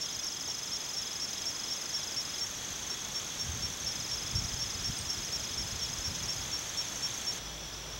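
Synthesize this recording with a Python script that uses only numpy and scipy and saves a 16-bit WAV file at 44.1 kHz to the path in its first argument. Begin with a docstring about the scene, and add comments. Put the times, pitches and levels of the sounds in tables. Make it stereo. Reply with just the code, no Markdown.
"""Bushes by a creek: close to the microphone one cricket chirps and one trills, as gliding tones.
Several more tick, fainter ones sing farther off, and a far cicada drones as clicks ringing in its body.
Filtered noise makes creek, far chorus and wind on the capsule; a bird calls once, something knocks dully.
The camera whines faintly at the top of hearing. Near the end the scene cuts to a spot farther from
the singers, where a motor hums."""
import sys
import numpy as np
from scipy import signal
from scipy.fft import rfft, irfft
from scipy.io import wavfile

SR = 44100
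rng = np.random.default_rng(int(sys.argv[2]) if len(sys.argv) > 2 else 0)


def wav_record(signal):
    """Record a signal, one row per channel, as 16-bit PCM in the file named by sys.argv[1]."""
    frames = np.transpose(np.atleast_2d(signal))
    bounded = np.clip(frames, -1, 1)
    # unit amplitude maps onto the largest positive 16-bit level
    quanta = np.round(bounded * 32767).astype(np.int16)
    wavfile.write(sys.argv[1], SR, quanta)


def elevation(decibels):
    """Turn decibel levels (scalar or array-like) into linear amplitude ratios."""
    levels = np.asarray(decibels, float)
    return 10 ** (levels / 20)


N = 352359
T = np.arange(N) / SR
MOVE_S = 7.388   # from the near spot to the far spot
FAR_SPOT = np.clip((T - MOVE_S) / .004, 0, 1)   # 0 at the near spot, 1 at the far spot


def rms_one(x):
    """Scales to rms 1."""
    return x / np.sqrt(np.mean(x ** 2) + 1e-20)


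def in_time(rows):
    """A level curve, one value per sample."""
    return np.interp(T, *np.transpose(rows))


def drift(rate_hz):
    """Slow chance of rms 1: noise through two equal poles, worked out at every 40th sample."""
    r = np.exp(-80 * np.pi * rate_hz / SR)
    noise = rng.standard_normal(N // 40 + 2002)
    slow = signal.lfilter([1], [1, -2 * r, r * r], noise)[2000:]   # leaves out the filter's start
    return np.interp(np.arange(N) / 40, np.arange(len(slow)), rms_one(slow))


def coloured(hz, db):
    """Noise with the given dB per Hz, joined over log frequency."""
    f = np.arange(N // 2 + 1) * SR / N + 1   # + 1 keeps the log finite
    gain = elevation(np.interp(np.log(f), np.log(hz), db))
    return irfft(rfft(rng.standard_normal(N)) * gain, N) * np.sqrt(SR / 2)


def resonate(x, hz, width_hz):
    """Twice through a resonance; rms 1."""
    r = np.exp(-np.pi * width_hz / SR)
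    for _ in range(2):
        x = signal.lfilter([1, 0, -1], [1, -2 * r * np.cos(2 * np.pi * hz / SR), r * r], x)
    return rms_one(x)


def sing(times, levels_db, shape, overtones_db, spread):
    """Each note is a gliding tone with harmonics, detuned by chance by the given share of its pitch."""
    s, pitch, shape_db = np.transpose(shape)
    t = np.arange(s[0], s[-1], 1 / SR)
    pad = SR
    out = np.zeros(N + 2 * pad)
    luck = rng.standard_normal((len(times), 2))
    for start, db, (detune, turn) in zip(times, levels_db, luck):
        hz = np.interp(t, s, pitch) * (1 + spread * detune)
        phase = np.cumsum(2 * np.pi * hz / SR) + 10 * turn
        tone = sum(elevation(o) * np.sin((k + 1) * phase) for k, o in enumerate(overtones_db))
        i = pad + round((start + s[0]) * SR)
        out[i:i + len(t)] += tone * elevation(np.interp(t, s, shape_db) + db)
    return out[pad:pad + N]


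def leaves(x, wet_db, t60):
    """Scattered echoes from leaves and trunks, from 2 ms on, falling 60 dB in t60 seconds."""
    t = np.arange(round(t60 * SR)) / SR
    tail = rng.standard_normal(len(t)) * elevation(-60 * t / t60) * (t > .002)
    return x + elevation(wet_db) * signal.fftconvolve(x, tail / np.linalg.norm(tail))[:N]


# Chirps of the cricket close by [t/s, level/dB]
CHIRP_TIMES = [(0.007, -34.5), (0.246, -34.5), (0.48, -35), (0.721, -33.5), (0.963, -32.5), (1.212, -33.5),
               (1.458, -32), (1.701, -35), (1.936, -32), (2.167, -31.5), (2.406, -31), (2.898, -34),
               (3.146, -32), (3.389, -32.5), (3.624, -32.5), (3.861, -34), (4.109, -32.5), (4.354, -33),
               (4.599, -31), (4.843, -31), (5.09, -32), (5.326, -33.5), (5.574, -34), (5.812, -33.5),
               (6.042, -33), (6.284, -34), (6.525, -31.5), (6.772, -30.5), (7.025, -30), (7.268, -30)]
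# Glide of one chirp [t/s from its start, f/Hz, level/dB on top of the chirp's own]
CHIRP_SHAPE = [(-.004, 5420, -30), (0, 5450, -4.5), (.006, 5468, -.5), (.012, 5486, .5), (.024, 5503, -.5),
               (.036, 5522, -3.5), (.043, 5480, -3.5), (.048, 5440, -12), (.053, 5380, -30)]


def chirper():
    """About four nearly pure chirps a second, each gliding up and then down."""
    s, db = np.transpose(CHIRP_TIMES)
    return sing(s, db, CHIRP_SHAPE, [0, -30], 0.00074)


# Trills close by [first pulse t/s, last pulse t/s, count of pulses, first level/dB, last level/dB]
TRILL_RUNS = [(.019, 2.386, 55, -33.7, -34.1), (3.874, 6.415, 59, -33.5, -36.5)]
# Glide of one trill pulse [t/s from its middle, f/Hz, level/dB on top of the pulse's own]
PULSE_SHAPE = [(-.009, 5110, -30), (-.005, 5150, -6), (-.002, 5155, -1.5), (.001, 5142, -.5),
               (.005, 5100, -2), (.009, 4975, -9), (.013, 4840, -13), (.018, 4680, -26)]
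# Its third harmonic [t/s from the pulse's middle, f/Hz, level/dB on top of the pulse's own]
THIRD_SHAPE = [(-.004, 15480, -45), (.002, 15400, -36), (.006, 15200, -28), (.011, 14760, -29),
               (.016, 14400, -45)]


def triller():
    """Two long trills of evenly spaced falling pulses; the third harmonic comes out as the pitch falls."""
    times, levels = [], []
    for first, last, count, start_db, end_db in TRILL_RUNS:
        times.append(np.linspace(first, last, int(count)))
        levels.append(np.linspace(start_db, end_db, int(count)))
    s, db = np.concatenate(times), np.concatenate(levels)
    return sing(s, db, PULSE_SHAPE, [0, -22.5], .002) + sing(s, db, THIRD_SHAPE, [0], .002)


def beat(per_s, slip, loose_ms, level_db, spread_db):
    """Times and levels of strokes on a beat that slips, each a little early or late, loud or soft."""
    s = np.arange(0, MOVE_S + .1, 1 / per_s)
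    luck = rng.standard_normal((len(s), 2))
    late_ms = np.interp(s, *np.transpose(slip)) + loose_ms * luck[:, 0]
    return s + late_ms / 1000, level_db + spread_db * luck[:, 1]


# Glide of one tick [t/s from its middle, f/Hz before the singer's ratio, level/dB on top of the tick's own]
TICK_SHAPE = [(-.004, 6680, -25), (-.002, 6480, -0.5), (0, 6290, 1.5), (.002, 6130, -2), (.005, 6200, -10),
              (.009, 6080, -32)]
# Near ticker's slip against its beat [t/s, ms late]
NEAR_LATE = [(0.0, 14.0), (1.231, 18), (1.462, 44.5), (2.077, 46), (2.385, 52.8), (3.0, 20.5), (3.077, 9),
             (3.231, 17), (3.923, 3), (5.0, 12), (5.077, 27), (5.385, 15), (5.692, 25.5), (6.308, 0),
             (6.385, -17), (6.462, -22.5), (7.0, -24.5), (7.077, -14.5), (7.308, -16.3), (7.385, -8)]
# A rival that answers between its ticks [t/s, ms late]
ANSWER_LATE = [(0.0, 37.9), (0.846, 45.8), (1.231, 75.3), (1.923, 70.4), (2.385, 80), (2.462, 90.7),
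               (2.615, 88), (2.769, 55), (3.846, 32.05), (4.615, 59.1), (4.692, 49.9), (4.846, 63.7),
               (5.231, 51.1), (5.769, 67.7), (5.846, 76), (5.923, 66.3), (6.308, 76.8), (7.0, 87.6),
               (7.154, 110.6), (7.231, 105.6)]
# A weaker third one that fills the gaps [t/s, ms late]
FILL_LATE = [(0, 49), (1.2, 46), (2.2, 70), (3.3, 71), (3.9, 67), (4.4, 62), (5.1, 73), (5.7, 74),
             (5.9, 59), (6.2, 36), (6.7, 45), (7.3, 30)]
# The third one's loudness, about that of its second harmonic [t/s, level/dB]
FILL_LOUDNESS = [(0, -64), (3, -62), (3.6, -57), (5, -58), (6.3, -56), (7.4, -57)]
# Steady ticker's slip, farther off [t/s, ms late]
STEADY_LATE = [(0.0, 22.0), (0.578, 9.2), (1.518, 10.1), (2.025, 15.8), (2.386, 9.4), (3.254, 13.8),
               (4.375, 14.5), (4.628, 2.9), (5.025, 2.3), (5.242, 16.8), (6.255, 5.3), (7.339, 25.1)]
# Fainter tickers [ticks per s, first tick t/s, looseness/s, pitch ratio, level/dB]
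FAINT_TICKERS = [(25.9, .02, 0.0036, .975, -46.5), (29.5, .03, .004, 1.06, -45)]
NEAR_PER_S, STEADY_PER_S = 13, 27.66


def tickers():
    """Short falling ticks: three near ones share a slipping beat, the others keep rhythms of their own."""
    fill_db = np.interp(np.arange(0, MOVE_S + .1, 1 / NEAR_PER_S), *np.transpose(FILL_LOUDNESS))
    near = 0
    for slip, level_db in ((NEAR_LATE, -50.5), (ANSWER_LATE, -51), (FILL_LATE, fill_db)):
        s, db = beat(NEAR_PER_S, slip, 1.2, level_db, 1.7)
        near = near + sing(s, db, TICK_SHAPE, [13, -2.5], 0.007)   # fundamental far above the second
    s, db = beat(STEADY_PER_S, STEADY_LATE, .7, -37.5, 1.76)
    far = sing(s, db, np.array(TICK_SHAPE) * [1.1, 1.01, 1], [0, -26], .005)
    for per_s, first, loose_s, ratio, level_db in FAINT_TICKERS:
        luck = rng.standard_normal((400, 2))
        s = first + np.arange(400) / per_s + loose_s * luck[:, 0]
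        db = level_db + 2.7 * luck[:, 1]
        heard = s < MOVE_S
        shape = np.array(TICK_SHAPE) * [1.2, ratio, 1]
        far = far + sing(s[heard], db[heard], shape, [0, -26], 0.013)
    return leaves(near, -14, 0.026) + leaves(far, -13.0, 0.031)


# Glide of one soft note [t/s from its middle, f/Hz before the singer's ratio, level/dB on top of its own]
NOTE_SHAPE = [(-.019, 5610, -24), (-.013, 5640, -3), (0, 5668, 0), (.012, 5685, -2), (.018, 5680, -24)]
# Loudness of the lower singer at the near spot [t/s, level/dB]
LOWER_LOUDNESS = [(0, -43), (1.5, -46), (3.1, -47.5), (4.3, -43.5), (7.4, -44)]
# Loudness of the higher singer there [t/s, level/dB]
HIGHER_LOUDNESS = [(0, -50), (2, -51.5), (4, -57), (5.5, -59), (6, -55), (7.4, -50)]
# Singers at the far spot [first note t/s, notes per s, f/Hz, level/dB]
FAR_SPOT_SINGERS = [(7.417, 15.3, 5930, -52), (7.455, 10.8, 5450, -50), (7.476, 3.75, 5075, -49)]


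def faint_singers():
    """Soft pure notes from farther off: two steady singers, then others at the far spot."""
    low_s = np.arange(.047, MOVE_S, 1 / 11.126)   # first note s, notes per s
    low_db = np.interp(low_s, *np.transpose(LOWER_LOUDNESS)) + 2.2 * rng.standard_normal(len(low_s))
    high_s = np.arange(.0196, MOVE_S, 1 / 12.245)
    high_db = np.interp(high_s, *np.transpose(HIGHER_LOUDNESS)) + 1.9 * rng.standard_normal(len(high_s))
    high_shape = np.array(NOTE_SHAPE) * [.8, 1.253, 1]   # shorter and higher
    before = sing(low_s, low_db, NOTE_SHAPE, [0], 0.0016) + sing(high_s, high_db, high_shape, [0], 0.0045)
    after = 0
    for first, per_s, hz, level_db in FAR_SPOT_SINGERS:
        luck = rng.standard_normal((10, 2))
        s = first + np.arange(10) / per_s + 0.0032 * luck[:, 0]
        db = level_db + 1.5 * luck[:, 1]
        heard = s < 8
        shape = np.array(NOTE_SHAPE) * [1.2, hz / 5670, 1]   # the note as listed sings near 5670 Hz
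        after = after + sing(s[heard], db[heard], shape, [0], .004)
    return leaves(before, -15, .09) * (T < MOVE_S) + leaves(after, -9, .15)


# Glide of one bird note [t/s from its start, f/Hz, level/dB]
BIRD_SHAPE = [(0, 9040, -70), (.003, 8870, -37), (.008, 8450, -35.5), (.012, 8300, -43), (.016, 8200, -70)]


def bird():
    """One call of two falling notes 26 ms apart, the second 9 dB softer, with echoes from the trees."""
    start_s = 4.982
    return leaves(sing([start_s, start_s + 0.026], [0, -9], BIRD_SHAPE, [0], 0), -7, .25)


# Depth of the cicada's swell [t/s, level/dB]
SWELL_DEPTH = [(0, .8), (.4, 1), (.9, 0.5), (1.5, 2.1), (2.3, 2), (3.0, 0.5), (3.4, -0.2), (4.5, .7),
               (5.4, 1.1), (5.9, 1.5), (6.4, 1), (6.9, 2), (8, 0.5)]


def cicada():
    """Dense uneven clicks ring in the hollow body, which brightens as it swells a few times a second."""
    clicks = (rng.random(N) < 2500 / SR) * rng.standard_normal(N)   # about 2500 clicks per s
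    clicks = clicks + 0.14 * rng.standard_normal(N)
    throb = elevation(2.0 * np.sin(2 * np.pi * np.cumsum(40 + 3 * drift(2.04)) / SR))   # around 40 Hz
    swells_per_s, first_swell_s = 3.14, .112
    swell_db = in_time(SWELL_DEPTH) * np.cos(2 * np.pi * swells_per_s * (T - first_swell_s))
    lower = resonate(clicks, 3380, 430)
    upper = elevation(-8 + 1.8 * swell_db) * resonate(clicks, 3640, 600)
    level_db = np.where(T < MOVE_S, -48.5, -50.5) + swell_db
    return rms_one((lower + upper) * throb) * elevation(level_db)


# Strength of the wind at the microphone, before gusts [t/s, level/dB]
WIND_STRENGTH = [(0, -60.5), (2.2, -62.5), (2.65, -55), (3.25, -55), (3.8, -51), (4.6, -48.5), (5.4, -49.5),
                 (6.4, -49), (6.85, -56), (7.38, -57), (7.4, -61), (7.99, -55)]
# Colour of the buffeting [f/Hz, relative level/dB per Hz]
WIND_COLOUR = [(12, -41), (20, -23), (53, 0.5), (80, -1), (122, -2), (235, -12.5), (284, -18.5), (500, -34),
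               (650, -40), (1100, -120)]
# Gusts on top of it [t/s at the peak, rise/dB, fall/s]
GUST_PEAKS = [(3.493, 13, 0.33), (3.89, 5, 0.16), (4.173, 4, .12), (4.36, 10.5, 0.24), (4.56, 3.5, .1),
              (4.901, 10, .24), (5.18, 5.5, 0.12), (5.56, 2.5, .08), (5.75, 2.5, .2), (6.1, 3, .1),
              (6.227, 4, 0.068)]
# Single pushes of air on the capsule [t/s, peak level/dB, f/Hz]
AIR_PUSHES = [(3.468, -35, 120), (4.36, -25.5, 80), (4.388, -33, 90), (4.452, -29, 80), (4.901, -30, 150),
              (5.993, -35, 70), (6.217, -36, 130)]


def wind():
    """Lumpy low buffeting of the microphone; gusts rise fast and die slower, the hardest push single pulses."""
    level_db = in_time(WIND_STRENGTH) + 1.6 * drift(7.1)
    for s, rise_db, fall_s in GUST_PEAKS:
        level_db = level_db + np.interp(T, [s - .45 * fall_s, s, s + fall_s], [0, rise_db, 0])
    lumps = coloured(*np.transpose(WIND_COLOUR)) * elevation(1.6 * drift(20))
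    out = rms_one(lumps) * elevation(level_db)
    signs = rng.choice([-1, 1], len(AIR_PUSHES))
    for (s, peak_db, push_hz), sign in zip(AIR_PUSHES, signs):
        u = np.minimum((np.pi * push_hz * (T - s)) ** 2, 50)
        out += sign * elevation(peak_db) * (1 - 2 * u) * np.exp(-u)   # a push with a dip on either side
    return out


def knock():
    """A faint dull knock: a brief bell-shaped burst of noise through a broad low resonance."""
    middle_s, half_length_s = .485, 0.0093
    burst = np.exp(-((T - middle_s) / half_length_s) ** 2)
    return elevation(-45) * resonate(rng.standard_normal(N), 450, 900) * burst


# Far chorus [f/Hz, width/Hz, level/dB at the near spot, level/dB at the far spot]
CHORUS_BANDS = [(6315, 450, -52, -74), (5920, 420, -54.5, -50.5), (5440, 312, -54.5, -53),
                (7200, 680, -62, -68)]


def far_chorus():
    """Singers too far off to tell apart, blurred into flickering bands of noise."""
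    out = 0
    for hz, width_hz, near_db, far_db in CHORUS_BANDS:
        level_db = near_db + (far_db - near_db) * FAR_SPOT + 0.92 * drift(22)
        out = out + resonate(rng.standard_normal(N), hz, width_hz) * elevation(level_db)
    return out


# Creek and leaves [f/Hz, level/dB per Hz at the near spot before its swell, level/dB per Hz at the far spot]
CREEK_COLOUR = [(30, -87, -89), (60, -82.5, -79), (128, -76, -74.5), (250, -78, -79.5), (450, -80.5, -79.5),
                (1000, -81, -81.5), (1900, -81.5, -84), (2670, -82, -84.5), (4250, -83, -86),
                (6600, -79.5, -85), (8160, -90.5, -94.5), (9860, -94.5, -99.5), (14500, -99, -100),
                (15000, -105, -101), (15750, -94, -96)]
# Slow swell of the hiss at the near spot [t/s, level/dB]
CREEK_SWELL = [(0, -2), (1, -1), (2.5, 0), (4, 0.2), (5.5, 0.5), (7.4, 1.16)]


def creek():
    """Steady broad hiss of water and leaves, with another colour at the far spot."""
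    hz, near_db, far_db = np.transpose(CREEK_COLOUR)
    near = coloured(hz, near_db) * elevation(in_time(CREEK_SWELL))
    return near * (1 - FAR_SPOT) + coloured(hz, far_db) * FAR_SPOT


# Motor at the far spot [f/Hz, rms level/dB before its flicker]
MOTOR_TONES = [(53.8, -51), (161.5, -59.5)]


def motor():
    """Two low tones of unsteady level, heard at the far spot only."""
    hum = sum(np.sqrt(2) * elevation(db + 1.5 * drift(3.3)) * np.sin(2 * np.pi * hz * T) for hz, db in MOTOR_TONES)
    return hum * FAR_SPOT


# Camera whine: two tones that beat, and weaker side tones [f/Hz, peak level/dB]
WHINE_TONES = [(15735.285, -63), (15746.255, -67), (15675.3, -77), (15615.35, -80), (15555.5, -85),
               (15495.5, -85), (15435.6, -87), (15778.4, -83)]


def camera_whine():
    """Steady tones at the top of hearing, all in step at one moment, beat against each other."""
    in_step_s = .048
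    return sum(elevation(db) * np.cos(2 * np.pi * hz * (T - in_step_s)) for hz, db in WHINE_TONES)


def scene():
    """All singers over creek and wind, the same in both channels."""
    waver = elevation(1.0 * drift(29))   # moving leaves make the near songs waver
    close = leaves((chirper() + triller()) * waver, -18, .08)
    near_spot = (close + tickers()) * (T < MOVE_S)
    mono = near_spot + faint_singers() + bird() + cicada() + wind() + knock()
    mono = mono + far_chorus() + creek() + motor()
    return np.array([mono, mono])


def top_cut(x):
    """Nothing passes above the cut-off."""
    return signal.sosfilt(signal.butter(12, 17000, fs=SR, output="sos"), x)


def record(dry):
    """The microphone signal loses its top above 15750 Hz, then the camera adds its whine."""
    low_pass = signal.ellip(12, .5, 60, 15750, fs=SR, output="sos")
    mix = signal.sosfilt(low_pass, dry) + camera_whine()
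    return top_cut(mix)


dry = scene()
out = record(dry)
wav_record(out)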